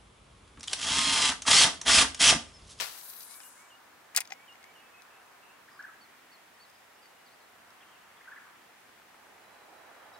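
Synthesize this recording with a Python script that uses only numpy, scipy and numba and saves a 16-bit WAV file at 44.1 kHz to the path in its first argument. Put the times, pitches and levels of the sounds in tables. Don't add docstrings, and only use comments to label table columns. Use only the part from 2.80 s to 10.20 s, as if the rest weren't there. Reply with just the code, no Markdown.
import sys
import numpy as np
from scipy import signal
from scipy.fft import rfft, irfft, next_fast_len
from scipy.io import wavfile
from scipy.ndimage import uniform_filter1d
from numba import njit

SR = 44100
rng = np.random.default_rng(int(sys.argv[2]) if len(sys.argv) > 2 else 0)


def master(y):
    cut = np.clip(np.atleast_2d(y).T, -1, 1)
    pcm = np.round(cut * 32767)
    wavfile.write(sys.argv[1], SR, pcm.astype(np.int16))


def voltage_ratio(decibels):
    exponent = np.asarray(decibels, float) / 20
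    return 10 ** exponent


N = 326163
T = np.arange(N) / SR
TOP_HZ = 15800


def curve(table, column=1):
    rows = np.array(table)
    return np.interp(T, rows[:, 0], rows[:, column])


def over_hz(table, hz):
    rows = np.array(table)
    return np.interp(np.log(hz), np.log(rows[:, 0]), rows[:, 1])


def unit(x):
    return x / np.sqrt(np.mean(x ** 2))


def coloured(colour, alike):
    hz = np.maximum(np.fft.rfftfreq(N, 1 / SR), 1)
    mid, side = rfft(rng.standard_normal((2, N)))
    like = np.clip(alike(hz), -1, 1)
    ears = np.sqrt(1 + like) * mid + np.sqrt(1 - like) * side * np.array([[1], [-1]])
    return voltage_ratio(over_hz(colour, hz)) * (hz < TOP_HZ) * ears, hz


def walk(rate):
    k = int(SR / rate)
    held = np.repeat(rng.standard_normal(N // k + 1), k)
    return unit(uniform_filter1d(uniform_filter1d(held, k), k)[:N])


def place(x, pan_db, turn):
    z = signal.hilbert(x, next_fast_len(N))[:N]
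    right = np.real(z * np.exp(-1j * turn))
    return np.array([voltage_ratio(pan_db / 2) * x, voltage_ratio(-pan_db / 2) * right])


def echo(x, t60, wet_db, from_s):
    t = np.arange(int(t60 * SR)) / SR
    tail = rng.standard_normal((2, len(t))) * np.exp(-np.log(1000) * t / t60) * (t > from_s)
    tail = tail / np.sqrt((tail ** 2).sum(axis=1, keepdims=True))
    return voltage_ratio(wet_db) * signal.fftconvolve(x[None], tail, axes=1)[:, :N]


def ring(modes, chance):
    t = np.arange(int(.08 * SR)) / SR
    hz, db, t60 = np.transpose(modes)[:, :, None]
    strength = voltage_ratio(db + 2.5 * chance[0])
    decay = np.exp(-np.log(1000) * t / t60)
    return strength * decay * np.sin(2 * np.pi * hz * (1 + .012 * chance[1]) * t)


@njit
def svf(x, hz, widths):
    y, b, l = np.empty(len(x)), 0., 0.
    for i in range(len(x)):
        g, width = np.tan(np.pi * hz[i] / SR), widths[i]
        v = (b + g * (x[i] - l)) / (1 + g * (g + width))
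        b, l, y[i] = 2 * v - b, l + 2 * g * v, width * v
    return y


# (time [s], level [dB], left minus right [dB])
ROD_SWISH = [(0.0, -30.5, 10), (0.006, -30, 6.5), (0.092, -48, 7.5), (0.2, -57.5, 10)]
# (pitch [Hz], relative level [dB per Hz])
ROD_COLOUR = [(90, -53), (200, -22.5), (750, -3.5), (1500, -2.5), (3000, -2.5), (5100, -4), (8000, -9),
              (15500, -18)]


def swish():
    smooth = unit(irfft(coloured(ROD_COLOUR, lambda hz: .05 + 0 * hz)[0], N))
    air = smooth * voltage_ratio(2.6 * walk(2500))
    pan_db = curve(ROD_SWISH, 2) * np.array([[.5], [-.5]])
    fade = np.clip((ROD_SWISH[-1][0] + 0.054 - T) / 0.07, 0, 1)
    return air * voltage_ratio(curve(ROD_SWISH) + pan_db) * fade


# (time [s], level [dB], centre [Hz], width [share of centre])
LINE_WHISTLE = [(0, -53, 10000, 1.4), (.05, -46.5, 11800, 1.3), (.2, -49, 12300, 1.8),
                (.35, -48.5, 13200, 0.84), (.5, -51.5, 9400, 0.78), (.74, -59, 8200, 0.9),
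                (.84, -65, 7500, 0.73), (.92, -71, 7000, .4)]
# (time [s], gain [dB])
LINE_TUGS = [(.42, 1.5), (.565, 4), (.67, 5.5)]
TUG_S, TUG_HZ_PER_DB, TUG_WIDTH_PER_DB = 0.027, 420, .06


def line():
    tug_db = sum(db * np.exp(-((T - s) / TUG_S) ** 2) for s, db in LINE_TUGS)
    hz = np.clip(curve(LINE_WHISTLE, column=2) + TUG_HZ_PER_DB * tug_db, 3000, 16000)
    width = np.clip(curve(LINE_WHISTLE, column=3) + TUG_WIDTH_PER_DB * tug_db, .1, 2)

    def one_ear():
        return svf(svf(rng.standard_normal(N), hz, width), hz, width) / np.sqrt(width)

    band = np.array([one_ear() for _ in range(2)])
    band = irfft(rfft(band) * (np.fft.rfftfreq(N, 1 / SR) < TOP_HZ), N)
    level_db = curve(LINE_WHISTLE) + tug_db + 1.5 * walk(61.0)
    return unit(band) * voltage_ratio(level_db + np.array([[3.], [-3.]])) * (T < LINE_WHISTLE[-1][0])


# (pitch [Hz], relative level [dB per Hz])
ROAD_COLOUR = [(15, -72.5), (25, -34.5), (43, -25), (86, -13.5), (129, -12), (215, -6), (246, -7),
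               (582, -3.5), (722, 0), (1710, -2.5), (3260, -11), (4500, -14), (6210, -16), (15500, -20)]
# (pitch [Hz], likeness [0-1])
ROAD_LIKENESS = [(60, 0.24), (130, 0.45), (290, 0.61), (640, 0.23), (1410, 0.56), (3100, 0.084),
                 (6820, 0.09), (15000, 0.05)]
# (pitch [Hz], left minus right [dB])
ROAD_SIDE = [(60, -4), (110, -2.5), (200, -2.5), (380, -1), (700, -1.0), (1290, 0), (2380, -0.5),
             (4400, 1.5), (8120, 0.5), (15000, 0.0)]
ROAD_DB = -58.5


def road():
    tone, hz = coloured(ROAD_COLOUR, lambda hz: over_hz(ROAD_LIKENESS, hz))
    tone = tone * voltage_ratio(over_hz(ROAD_SIDE, hz) * np.array([[.5], [-.5]]))
    whole, out = irfft(tone, N), 0
    edges = [0, 150, 400, 900, 1800, 3500, SR]
    for lo, hi in zip(edges, edges[1:]):
        wander_db = (1.07 * walk(1.89) + 0.37 * walk(12)) * (hi < SR)
        out = out + voltage_ratio(wander_db) * irfft(tone * ((hz >= lo) & (hz < hi)), N)
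    return out * voltage_ratio(ROAD_DB) / np.sqrt(np.mean(whole.mean(axis=0) ** 2))


# (pitch [Hz], level they waver around [dB])
LOW_TONES = [(59, -93), (94, -88.5), (262, -85)]


def hum():
    out = 0
    for hz, db in LOW_TONES:
        level = np.sqrt(2) * voltage_ratio(db + 2.6 * walk(2.97))
        out = out + level * np.sin(2 * np.pi * hz * T + 0.57 * walk(4.01))
    return out * voltage_ratio(np.array([[-1.5], [1.5]]))


# (time [s], level [dB])
GUIDE_BRUSH = [(0.08, -51), (0.154, -56), (0.382, -56.5), (0.428, -55), (0.46, -60.5), (0.536, -55),
               (0.58, -68)]
# (pitch [Hz], relative level [dB], time to fall 60 dB [s])
GUIDE_MODES = [(4080, -2.5, 0.0094), (4783, 1, 0.0053), (5760, 5, 0.0025), (6800, -8, .003),
               (3000, -18, 0.0021)]


def guides():
    struck = rng.random((2, N)) < 1500 / SR
    touches = struck * voltage_ratio(2.12 * rng.exponential(size=(2, N))) * rng.choice([-1, 1], (2, N))
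    frame = ring(GUIDE_MODES, np.zeros(2)).sum(axis=0)
    rung = signal.fftconvolve(touches, frame[None], axes=1)[:, :N]
    within = (T > GUIDE_BRUSH[0][0]) & (T < GUIDE_BRUSH[-1][0])
    return unit(rung) * voltage_ratio(curve(GUIDE_BRUSH) + np.array([[2.5], [-2.5]])) * within


# (time [s], frame peak [dB])
LINE_TICKS = [(.175, -46), (.212, -41), (.301, -42), (.335, -41), (.364, -43), (.406, -38), (.419, -43),
              (0.432, -42), (.51, -43.5), (.541, -42), (.634, -44)]


def ticks():
    return [(s, db, -10, -4, .0014) for s, db in LINE_TICKS]


# (time [s], frame peak [dB], body over it [dB], bright metal over it [dB],
# loss per bounce [dB])
BAIL_SNAP = [(1.3485, -34, 2.5, 0, 4.5), (1.3626, -16.5, -32, 7.5, 30), (1.364, -18, -17, -1, 20),
             (1.368, -25, -12, 0, 20), (1.3711, -17.5, -4, -2, 28), (1.374, -15.5, -3.5, 3, 5),
             (1.4045, -24.5, -5, 4, 4)]
BOUNCE_S, BOUNCE_BODY_DB, BOUNCE_BRIGHT_DB = .0043, 3, -3.5


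def snap():
    return [(s + k * BOUNCE_S, db - k * loss_db, body_db + k * BOUNCE_BODY_DB,
             bright_db + k * BOUNCE_BRIGHT_DB, 0.0013)
            for s, db, body_db, bright_db, loss_db in BAIL_SNAP for k in range(4)]


# (time [s], frame peak [dB], body over it [dB], bright metal over it [dB])
HAND_KNOCKS = [(.603, -41.5, 2.5, -12), (.612, -45, -1, -12), (1.449, -45, -12, -14),
               (1.4535, -41, -9, -14), (1.4745, -38, -12, -12), (1.504, -39, -10, -22),
               (1.5068, -38.5, 1.5, -26), (1.5163, -53, 7, -17), (1.521, -32, 5.5, -21),
               (1.5235, -38, 9, -14), (1.529, -42.5, -4, 0), (1.535, -41, -3, -22), (1.725, -50, -6, -19.5),
               (1.755, -54, 9, -16.5), (1.829, -44.5, -9.5, -18), (1.841, -43, 1.5, -18),
               (2.2207, -45, -11, -2.5), (3.026, -51.5, 3, -7.5), (3.899, -49, -9.5, -3),
               (4.257, -49, -1.5, -18.5), (4.905, -47.5, -7, -8)]


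def knocks():
    return [(*row, 0.00085) for row in HAND_KNOCKS]


# (pitch [Hz], relative level [dB], time to fall 60 dB [s])
REEL_MODES = [(490, -18, 0.0074), (794, 6, 0.03), (1250, -29, 0.0052), (1540, -13, 0.0097),
              (1950, 2, 0.0083), (2113, 0, 0.025), (2410, 1.5, 0.0236), (2800, -9, 0.0089),
              (3595, -11, 0.013), (4140, -1, 0.0087), (4720, 1.5, 0.015), (5210, 4, 0.014),
              (5800, -3, 0.017), (6300, -4, 0.021), (7000, -6, .012), (7500, -1, 0.012),
              (8330, 5.5, 0.0092), (9300, 4, 0.0079), (10070, 3.5, 0.0053), (10840, -9, .008),
              (12600, -7, 0.0065), (13300, -4.5, 0.0058), (14800, -17, 0.0042)]
# (lowest [Hz], highest [Hz], left minus right [dB], phase turn [rad])
REEL_PARTS = [(398, 1185, 2.5, 1.5), (1018, 3500, 5, 1.67), (3100, 6845, 4, 1.68), (7150, 16800, 3.5, 1.1)]


def reel():
    out, hz = np.zeros((4, N + SR)), np.array(REEL_MODES)[:, 0]
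    t = np.arange(int(.025 * SR)) / SR
    crack_t = np.arange(int(.08 * SR)) / SR
    for s, db, body_db, bright_db, rattle in ticks() + snap() + knocks():
        rings = ring(REEL_MODES, rng.standard_normal((2, len(REEL_MODES), 1)))
        contacts = rng.standard_normal((4, len(t))) * np.exp(-t / max(rattle, 1e-4))
        contacts[:, 0] = 3.9
        crack = 1.1 * rng.standard_normal(len(crack_t)) * np.exp(-crack_t / 0.0018)
        handle_db = body_db - 21.0 - .5 * bright_db
        for k, part_db in enumerate((handle_db, body_db, 0, bright_db)):
            lo_hz, hi_hz = REEL_PARTS[k][:2]
            modes = rings[(hz >= lo_hz) & (hz < hi_hz)].sum(axis=0)
            hit = signal.fftconvolve(modes + crack * (k > 0), contacts[k])
            around = signal.butter(2, [0.91 * lo_hz, 1.306 * hi_hz], "band", fs=SR, output="sos")
            hit = signal.sosfilt(around, hit)
            i = int(s * SR)
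            out[k, i:i + len(hit)] += voltage_ratio(db + part_db) * hit / np.abs(hit).max()
    direct = sum(place(x[:N], pan_db, turn) for x, (_, _, pan_db, turn) in zip(out, REEL_PARTS))
    return direct + echo(out.sum(axis=0)[:N], 0.11, -19, 0.0034)


def bird(notes, edge_s, rough=0.092, beat_hz=0, slide_hz=0, blur_hz=0):
    out = np.zeros(N)
    waver, blur = 1 + rough * walk(150), blur_hz * walk(600)
    for note in notes:
        s, hz, db = np.transpose(note)
        part = slice(int(s[0] * SR), int(s[-1] * SR))
        t = T[part]
        cycle = (beat_hz * (t - s[0]) + .5) % 1 - .5
        path = uniform_filter1d(np.interp(t, s, hz), int(edge_s * SR) + 1, mode="nearest")
        pitch = path + slide_hz * cycle + blur[part]
        edges = np.clip(np.minimum(t - s[0], s[-1] - t) / edge_s, 0, 1)
        level = np.sqrt(2) * voltage_ratio(np.interp(t, s, db)) * edges * np.cos(np.pi * cycle) ** 2
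        out[part] += level * np.sin(2 * np.pi * np.cumsum(pitch) / SR)
    return out * waver


def slur(rows, arch=0):
    u = np.linspace(-.5, .5, 9)
    notes = []
    for s, length, hz, slide_hz, db in rows:
        pitch = hz * (1 - arch * (2 * u * length) ** 2) + slide_hz * u
        notes.append(np.array([s + length * (u + .5), pitch, db + 0 * u]).T)
    return notes


# (high note's time [s], low note level [dB], high note level [dB])
SONG_TIMES = [(.615, -64, -62), (.9, -63, -59), (1.678, -62, -56), (1.95, -63, -62)]
# (time from the high note [s], pitch [Hz], level change [dB])
SONG_LOW = [(-.132, 2125, -3.5), (-.06, 2290, -1), (-.027, 2310, -1)]
# (time from its start [s], pitch [Hz], level change [dB])
SONG_HIGH = [(0, 3150, 0.5), (.018, 2806, 0), (.068, 2900, -3)]


def whistler():
    notes = [np.add(note, [s, 0, db])
             for s, *dbs in SONG_TIMES for note, db in zip((SONG_LOW, SONG_HIGH), dbs)]
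    return bird(notes, 0.0029)


# (time [s], length [s], middle pitch [Hz], slide from start to end [Hz], level [dB])
FAR_NOTES = [(1.99, .09, 2620, -40, -70), (2.135, .075, 2560, 60, -62.5), (2.3, .1, 2630, 0, -68),
             (2.32, 0.11, 2820, 40, -73.5), (2.62, 0.1, 2625, -30, -70), (2.625, .13, 2790, -58, -68),
             (2.5, 0.075, 2240, 100, -76), (3.23, 0.057, 2260, 250, -71), (3.3, .12, 2390, -23, -72),
             (4.15, 0.31, 2860, 0, -76)]


def far_whistler():
    return bird(slur(FAR_NOTES), 0.0097, rough=0.32, blur_hz=25.0)


# (time [s], length [s], middle pitch [Hz], slide from start to end [Hz], level before the throat [dB])
CHURR_NOTES = [(2.882, .013, 1800, 500, -53), (2.91, 0.023, 1215, 50, -51.5), (2.948, .016, 1170, 410, -51),
               (2.97, 0.016, 1180, 0, -50), (2.991, 0.023, 1717, -42, -43), (3.035, 0.0218, 1734, -20, -43),
               (3.062, .012, 1920, 202, -53), (3.078, .0108, 1620, -310, -58),
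               (3.086, .0147, 1330, -100, -47), (3.095, .0121, 1770, -350, -55.5),
               (3.112, 0.011, 1480, -100, -60), (3.135, .01, 1650, 100, -60),
               (5.408, 0.018, 2110, 582, -53.5), (5.455, 0.011, 2010, 50, -54),
               (5.473, 0.0209, 1618, -10, -46.5), (5.514, 0.024, 1760, -60, -46),
               (5.558, 0.031, 2050, -140, -49.5), (5.6, 0.0089, 1420, 50, -50),
               (5.612, 0.015, 1694, 190, -56), (5.652, .0075, 1140, -50, -49)]


def churr():
    voice = bird(slur(CHURR_NOTES, arch=460), 0.00082, rough=0.07, blur_hz=21.0)
    return svf(voice, np.full(N, 1600.), np.full(N, .3))


# (time [s], length [s], middle pitch [Hz], slide from start to end [Hz], level [dB])
TRILL_NOTES = [(2.903, .08, 4980, -190, -66), (3.84, 0.18, 4980, 210, -72)]


def trill():
    return bird(slur(TRILL_NOTES), .005, beat_hz=66, slide_hz=600)


# (time [s], length [s], middle pitch [Hz], slide from start to end [Hz], level [dB])
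CHIP_NOTES = [(2.982, .03, 4360, -545, -70), (3.205, .0475, 4456, -420, -63),
              (3.515, 0.049, 4450, -415, -63), (3.525, .022, 5300, 300, -70),
              (3.735, .023, 5220, -200, -69), (3.795, 0.045, 4500, 200, -62),
              (3.835, 0.021, 4210, -550, -63), (3.945, .02, 4985, -105, -66), (4.14, .05, 5280, 500, -74),
              (4.215, 0.039, 4790, -480, -67), (4.25, 0.025, 4600, 90, -65.5),
              (4.455, 0.042, 4350, -1600, -67), (4.505, .048, 4560, 990, -70),
              (4.6, .019, 4240, -450, -70.5), (4.62, .034, 4110, 600, -71), (7.333, .026, 4870, -1650, -64),
              (7.36, 0.027, 5280, -500, -70)]


def chipper():
    return bird(slur(CHIP_NOTES, arch=16), 0.0061)


# (time [s], length [s], middle pitch [Hz], slide from start to end [Hz], level [dB])
CHATTER_NOTES = [(3.385, .0286, 3640, -160, -74), (3.675, .026, 3540, 50, -72),
                 (5.005, 0.036, 3100, -600, -64), (5.06, .174, 2970, -55, -71),
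                 (5.365, .0246, 3520, 139, -68.5)]


def chatter():
    return bird(slur(CHATTER_NOTES), 0.0044, rough=0.47, blur_hz=203)


# (time [s], length [s], middle pitch [Hz], slide from start to end [Hz], level [dB])
LONG_WHISTLE_PIECES = [(6.62, 0.44, 3980, -70, -77), (7.02, .1, 3905, -20, -72), (7.12, .2, 3890, -20, -78),
                       (7.32, .078, 3875, -10, -71)]


def thin_whistle():
    return bird(slur(LONG_WHISTLE_PIECES), 0.025, rough=0.51, blur_hz=16.0)


def birds():
    # (song, left minus right [dB], phase turn [rad], echo share [dB])
    flock = [(whistler(), -2., .4, -3.), (far_whistler(), .4, .3, 3.), (churr(), .4, .2, 3.),
             (chipper(), 2.1, .8, -4.), (trill(), 1.5, .8, 3.), (chatter(), .4, .4, 4.),
             (thin_whistle(), .4, .4, .1)]
    direct = sum(place(x, pan_db, turn) for x, pan_db, turn, _ in flock)
    to_trees = sum(voltage_ratio(wet_db) * x for x, _, _, wet_db in flock)
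    return direct + echo(to_trees, .6, -9, 0.014)


TAP_FROM_S, TAP_GAP_S = 6.0935, .125
TAP_DB, TAP_HZ, TAP_T60_S = -45, 1450, .008


def taps():
    late = np.maximum(T - TAP_FROM_S - TAP_GAP_S * np.arange(4)[:, None], 0)
    hz = TAP_HZ * (1 + .08 * rng.standard_normal((4, 1)))
    rings = np.exp(-np.log(1000) * late / TAP_T60_S) * np.sin(2 * np.pi * hz * late)
    return place(voltage_ratio(TAP_DB) * rings.sum(axis=0), .3, .2)


# (time [s], level [dB])
CAR_SWELL = [(6.2, -70), (6.45, -65), (6.7, -62), (6.92, -58), (7.2, -59.5), (7.4, -59)]
# (pitch [Hz], relative level [dB per Hz])
TYRE_COLOUR = [(150, -32), (300, -3.5), (500, -0.5), (800, 4.5), (1200, -1.5), (1800, -3), (3000, -47)]


def car():
    roar = unit(irfft(coloured(TYRE_COLOUR, lambda hz: 0.57 + 0 * hz)[0], N))
    level_db = curve(CAR_SWELL) + 0.94 * walk(9)
    fade_in = np.clip((T - CAR_SWELL[0][0]) / 0.18, 0, 1)
    return roar * voltage_ratio(level_db + np.array([[-2.6], [2.6]])) * fade_in


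def scene():
    return swish() + line() + guides() + reel() + birds() + road() + hum() + car() + taps()


def low_pass(x):
    return signal.sosfilt(signal.butter(12, 16810, fs=SR, output="sos"), x)


def record(dry):
    steep = signal.ellip(8, .2, 60, 16700, fs=SR, output="sos")
    gentle = signal.ellip(3, .5, 16, TOP_HZ, fs=SR, output="sos")
    cut = signal.sosfilt(gentle, signal.sosfilt(steep, dry))
    return low_pass(cut)


dry = scene()
out = record(dry)
master(out)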